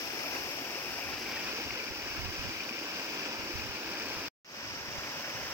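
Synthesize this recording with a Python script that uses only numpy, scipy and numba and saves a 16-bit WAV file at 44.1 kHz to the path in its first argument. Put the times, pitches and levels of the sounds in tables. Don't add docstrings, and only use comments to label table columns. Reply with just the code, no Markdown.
import sys
import numpy as np
from scipy import signal
from scipy.fft import rfft, irfft
from scipy.io import wavfile
from numba import njit

SR = 44100
rng = np.random.default_rng(int(sys.argv[2]) if len(sys.argv) > 2 else 0)


def master_out(mix):
    frames = np.transpose(np.atleast_2d(mix))
    ceiling = np.clip(frames, -1, 1)
    pcm = np.round(ceiling * 32767).astype(np.int16)
    wavfile.write(sys.argv[1], SR, pcm)


N = 244090
TIME = np.arange(N) / SR
FREQ = np.maximum(np.arange(N // 2 + 1) * SR / N, 1)
TOP_HZ = 15850


# frequency in Hz, then gain in dB at the head of the channel,
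# over the channel and at the ditch.
WATER_EQ = [(30, -53, -56, -57), (49.8, -45.5, -46, -44), (107, -35, -36.5, -33), (170, -34.5, -34, -30),
            (297, -26.5, -27, -31), (446, -30.5, -30.5, -33.5), (570, -30, -30, -28),
            (680, -28.5, -37, -31.5), (960, -31, -28.5, -30), (1155, -33, -31.5, -31.5),
            (1610, -28.5, -26, -28), (1970, -30.5, -36, -26), (2920, -28.5, -31, -30.5),
            (4900, -35, -36.5, -36), (15200, -40, -63, -50)]

def rush():
    splashes = swarm(250000, 40.7, TOP_HZ, cycles=5, rise=0, scatter_db=1, churn_db=1, lag_ms=0.055)
    fizz = swarm(42000, 217.4, TOP_HZ, cycles=24, rise=0.21, scatter_db=1.13, churn_db=1.1, lag_ms=0.05)
    burble = swarm(2400, 329.7, 3023, cycles=91, rise=0.086, scatter_db=1.5, churn_db=-0.5, lag_ms=0.044)
    return at_place(undb(-4) * splashes + undb(-5.5) * fizz + undb(-13.5) * burble, WATER_EQ)


# time in seconds, relative level in dB.
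GURGLE_SWELL = [(0, 0.5), (.7, 1.5), (1, 2), (1.7, 1), (2.3, 0.5), (3.15, 2.6), (3.7, 1.8), (3.95, 2.5),
                (4.6, 0), (5.53, -0.2)]

def swarm(count, low_hz, high_hz, cycles, rise, scatter_db, churn_db, lag_ms):
    when, pitch, strength, ring_time, polarity, spot = rng.random((count, 6)).T
    t = when * N / SR
    hz = (np.sqrt(low_hz) + pitch * (np.sqrt(high_hz) - np.sqrt(low_hz))) ** 2
    gurgle_db, = curves(GURGLE_SWELL, t)
    splash_db, surge_db = -1.57, 0.9
    small = np.clip(np.log2(hz / 700), 0, 1)
    flow = gurgle_db + small * (splash_db - gurgle_db) + surge_db * walk(t, per_second=5.64)
    coarse = 1 / (1 + (hz / 7000) ** 2)
    churn = churn_db * (0.6 * walk(t, 14) + walk(t, 50)) * coarse
    scatter = -scatter_db * np.log(strength + 0.01) * coarse
    db = flow + churn + scatter + spurts(t, hz)
    size = np.sign(polarity - 0.5) * undb(db) * hz ** 0.75
    lag = port_lag(t, hz, spot, lag_ms)
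    ports = [ring(t + side * lag / 2, hz, cycles * (0.5 + ring_time), size, rise) for side in (1, -1)]
    return unit(np.array(ports))


# centre in seconds, length in seconds, pitch in Hz, boost in dB.
SPATTER_SPURTS = [(.3, 0.76, 720, 1.5), (.77, 0.074, 5300, 2), (1.37, 0.079, 2290, 3.5),
                  (1.493, 0.087, 2490, 3.5), (1.78, .08, 2500, 4), (3.95, .25, 2490, 0.5),
                  (4.75, 0.15, 5380, 3)]

def spurts(t, hz, octaves=0.68):
    return sum(db * np.exp(-(2 * (t - centre) / length) ** 2 - (np.log2(hz / pitch) / octaves) ** 2)
               for centre, length, pitch, db in SPATTER_SPURTS)


# time in seconds, place (0 head, 1 channel, 2 ditch), left-port lag
# in ms for the splashing, the same for the gurgle, boost of the left port's hollow in dB.
MIC_PATH = [(0, 0, -0.17, -0.28, 6), (1.05, 0.13, -0.092, -0.11, 8.5), (1.55, 0.54, 0.13, -0.022, 9),
            (3.3, 0.58, 0.15, -0.021, 10), (4.3, 0.58, 0.085, .01, 8.5), (4.44, 1.73, -0.17, -.08, 4),
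            (5.53, 2.03, -0.087, -0.051, 2.5)]

def port_lag(t, hz, spot, near_ms, stray_share=0.24, stray_ms=0.427):
    _, splash_ms, gurgle_ms, _ = curves(MIC_PATH, t)
    gurgle = hz < 574
    stray = (spot < stray_share) & ~gurgle
    centre_ms = np.where(gurgle, gurgle_ms, splash_ms)
    spread_ms = np.where(stray, stray_ms, near_ms)
    return (centre_ms + spread_ms * rng.laplace(size=len(t))) / 1000


def at_place(x, eq):
    place = curves(MIC_PATH, TIME)[0]
    return sum(np.maximum(1 - abs(place - k), 0) * toned for k, toned in enumerate(colour(x, eq)))


# start in seconds, pitch in Hz, level in dB, cycles of ringing.
PLINKS = [(0.149, 280, -36.5, 20), (.172, 448, -31, 27), (.242, 1290, -33.5, 35), (.245, 667, -33.5, 60),
          (.351, 2088, -30, 34), (0.364, 2620, -31, 48), (0.376, 338, -41, 43), (.483, 530, -33.5, 34),
          (0.615, 290, -37, 28), (0.755, 400, -27.5, 10), (.756, 5200, -30.5, 30), (0.772, 540, -34, 64),
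          (0.862, 266, -31.5, 9), (1.053, 1162, -38, 35), (1.124, 882, -37.5, 33), (1.371, 1840, -28, 35),
          (1.49, 1450, -32, 28), (1.532, 430, -31, 25), (1.584, 470, -31.5, 49), (1.587, 2680, -29.5, 35),
          (1.665, 290, -34.5, 20), (1.706, 2170, -27.5, 32), (1.707, 2720, -26, 32), (1.727, 354, -34, 20),
          (1.761, 490, -36, 43), (1.790, 418, -31, 25), (1.92, 310, -35.5, 34), (2.500, 326, -35.5, 48),
          (2.605, 2460, -27.5, 52), (2.692, 2520, -27, 28), (2.709, 240, -26.5, 12), (2.730, 460, -40, 30),
          (2.813, 322, -29.5, 16), (2.868, 1033, -33, 39), (3.15, 465, -31, 33), (3.189, 300, -28.5, 22),
          (3.453, 353, -32.5, 33), (3.496, 336, -31, 30), (3.597, 2350, -31, 35), (3.850, 320, -32.5, 56),
          (3.981, 317, -32.5, 41), (4.150, 1360, -28.5, 22), (4.995, 1360, -32, 31), (5.322, 2840, -38, 40),
          (5.372, 1690, -39, 35), (5.433, 2024, -29, 45)]

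def drops(low_cut_hz=196):
    start, hz, db, cycles = np.transpose(PLINKS).copy()
    plinks = ring(start, hz, cycles, undb(db), rise=0.054)
    return signal.sosfilt(signal.butter(3, low_cut_hz, "high", fs=SR, output="sos"), plinks)


# start in seconds, length in seconds, level in dB, left minus right in dB.
WIND_GUSTS = [(0.39, 0.06, -54, -8), (0.865, 0.044, -50, -11), (1.035, 0.099, -48.5, -12),
              (1.25, 0.27, -54, -18), (1.644, 0.086, -50.5, 11), (1.88, 0.34, -51, -7),
              (2.174, 0.14, -45, -19), (2.37, 0.12, -46, -20), (3.377, 0.044, -50, -26),
              (3.537, 0.15, -46, -18), (3.843, 0.048, -51, -12), (4.02, 0.27, -57.5, -6),
              (4.618, 0.21, -54, -19), (4.879, 0.14, -53, -4), (5.34, 0.13, -50, -25)]
# time in seconds, level in dB.
LIGHT_AIR = [(0, -68), (.4, -68), (.65, -81), (.95, -67), (2.45, -62), (2.7, -81), (3.25, -80), (3.55, -70),
             (4.25, -61.5), (4.6, -69), (5.53, -68)]
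# frequency in Hz, relative gain in dB.
BUFFET_EQ = [(15, -9), (35, -2), (60, 5.5), (105, 6.5), (160, -5.5), (260, -27), (600, -52.5), (2000, -91)]

def breeze(attack_s=0.0059, release_s=0.066, wander_db=4):
    air_db = curves(LIGHT_AIR, TIME)[0] + wander_db * walk(TIME, per_second=5.6)
    power = (panned(-15.5) * undb(air_db)) ** 2
    for start, length, db, pan_db in WIND_GUSTS:
        attack = np.clip((TIME - start) / attack_s, 0, 1)
        release = np.exp(-np.maximum(TIME - start - length, 0) / release_s)
        power += (panned(pan_db) * undb(db) * attack * release) ** 2
    eddies, = colour(rng.standard_normal((2, N)), BUFFET_EQ)
    return unit(eddies) * np.sqrt(power)


# start in seconds, pitch in Hz, level in dB, cycles of ringing.
EDDY_THUMPS = [(1.909, 85, -31, 6), (2.191, 105, -24, 4.6), (2.213, 234, -32, 12), (2.231, 85, -25, 5.5),
               (2.255, 90, -21, 4), (2.287, 105, -23.5, 4.9), (2.391, 65.6, -26.5, 7),
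               (2.454, 200, -22, 6.5), (3.538, 130, -26.5, 4.9), (3.553, 102, -21, 4.6),
               (4.168, 124, -28, 6.6), (4.883, 145, -30, 7), (4.982, 102, -31, 7.6)]

def wind_thumps(pan_db=-20, high_cut_hz=350):
    start, hz, db, cycles = np.transpose(EDDY_THUMPS).copy()
    thumps = ring(start, hz, cycles, undb(db), rise=0)
    dulled = signal.sosfilt(signal.butter(2, high_cut_hz, fs=SR, output="sos"), thumps)
    return panned(pan_db) / 2 * dulled


@njit
def ring(start, hz, cycles, size, rise):
    out = np.zeros(N)
    for k in range(len(start)):
        first = int(np.ceil(start[k] * SR))
        length = cycles[k] * SR / hz[k]
        step = 2j * np.pi * hz[k] / SR - np.log(1000.) / length
        phasor = size[k] * np.exp(step * (first - start[k] * SR))
        turn = np.exp(step)
        glide = np.exp(1j * step.imag * rise / length)
        for i in range(first, min(first + int(length) + 1, N)):
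            if i >= 0:
                out[i] += phasor.imag
            phasor *= turn
            turn *= glide
    return out


def undb(db):
    return 10 ** (np.asarray(db) / 20)


def unit(x):
    return x / np.sqrt(np.mean(x ** 2))


def curves(table, t):
    seconds, *columns = np.transpose(table)
    return [np.interp(t, seconds, column) for column in columns]


def colour(x, eq):
    hz, *columns = np.transpose(eq)
    spectrum = rfft(x)
    return [irfft(spectrum * undb(np.interp(np.log(FREQ), np.log(hz), db)), N) for db in columns]


def walk(t, per_second):
    steps = rng.standard_normal(2048)
    return 1.22 * np.interp(t * per_second, np.arange(len(steps)), steps)


def panned(pan_db):
    share = undb(np.array([[pan_db], [-pan_db]]) / 2)
    return 2 * share / np.sqrt(np.sum(share ** 2))


def scene():
    return rush() + drops() + breeze() + wind_thumps()


def port_hollow(x, hz=2476, stage_width_hz=836):
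    resonance = 1 / (1 + 1j * (FREQ - hz ** 2 / FREQ) / stage_width_hz)
    ringing = irfft(rfft(x) * resonance ** 2, N)
    boost_db = curves(MIC_PATH, TIME)[3]
    return x + (undb(boost_db) - 1) * ringing


def dropout(cut_s=4.284, return_s=4.447, decay_s=0.0044, swell_s=0.21):
    dying = undb(-17.5) * np.exp(-np.maximum(TIME - cut_s, 0) / decay_s)
    rising = 1 - (1 - undb(-20.5)) * np.exp(-np.maximum(TIME - return_s, 0) / swell_s)
    return np.select([TIME < cut_s, TIME < return_s], [1, dying + undb(-73)], rising)


# frequency in Hz, then gain in dB at the
LEFT_PORT_EQ = [(400, -4.5, -7, -4), (1500, -3, -4.5, -3), (2000, -0.5, -5, -6), (2840, -4.5, -4, -5.5),
                (4050, -5.5, -1, -7), (4750, 4.8, 5, 0.5), (5330, 11.5, 2.5, 9), (6160, 2, 2.5, 3.5),
                (6650, -7, -1.5, -9), (8060, -9.5, -10.5, -1.5), (8940, -9, -33.5, -28),
                (10560, -7, -4.5, -1), (11600, -4.5, -29.5, -9), (13300, -1.5, -0.5, 7),
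                (14500, 2.5, 7.5, 9.5)]
RIGHT_PORT_EQ = [(1540, -4.5, -5.5, -4), (2020, -3.5, -2.5, -7), (2800, -6.5, -5, -2), (4330, -6, -7, -5.5),
                 (4730, 1.5, 8, 3), (5260, 4.5, 8.5, 7.5), (6120, -6.5, 4, 2), (6820, -6.5, -11, -0.5),
                 (7550, -8, -0.5, -11), (9000, -21, -13.5, -17), (11170, -19.5, -7.5, -30),
                 (13100, -8.5, -5, -18), (14160, -0.5, 8, 6)]

def record(dry):
    left = port_hollow(at_place(dry[0], LEFT_PORT_EQ))
    right = at_place(dry[1], RIGHT_PORT_EQ)
    faded = np.array([left, right]) * dropout()
    return signal.sosfilt(signal.ellip(10, 0.2, 70, TOP_HZ, fs=SR, output="sos"), faded)


dry = scene()
out = record(dry)
master_out(out)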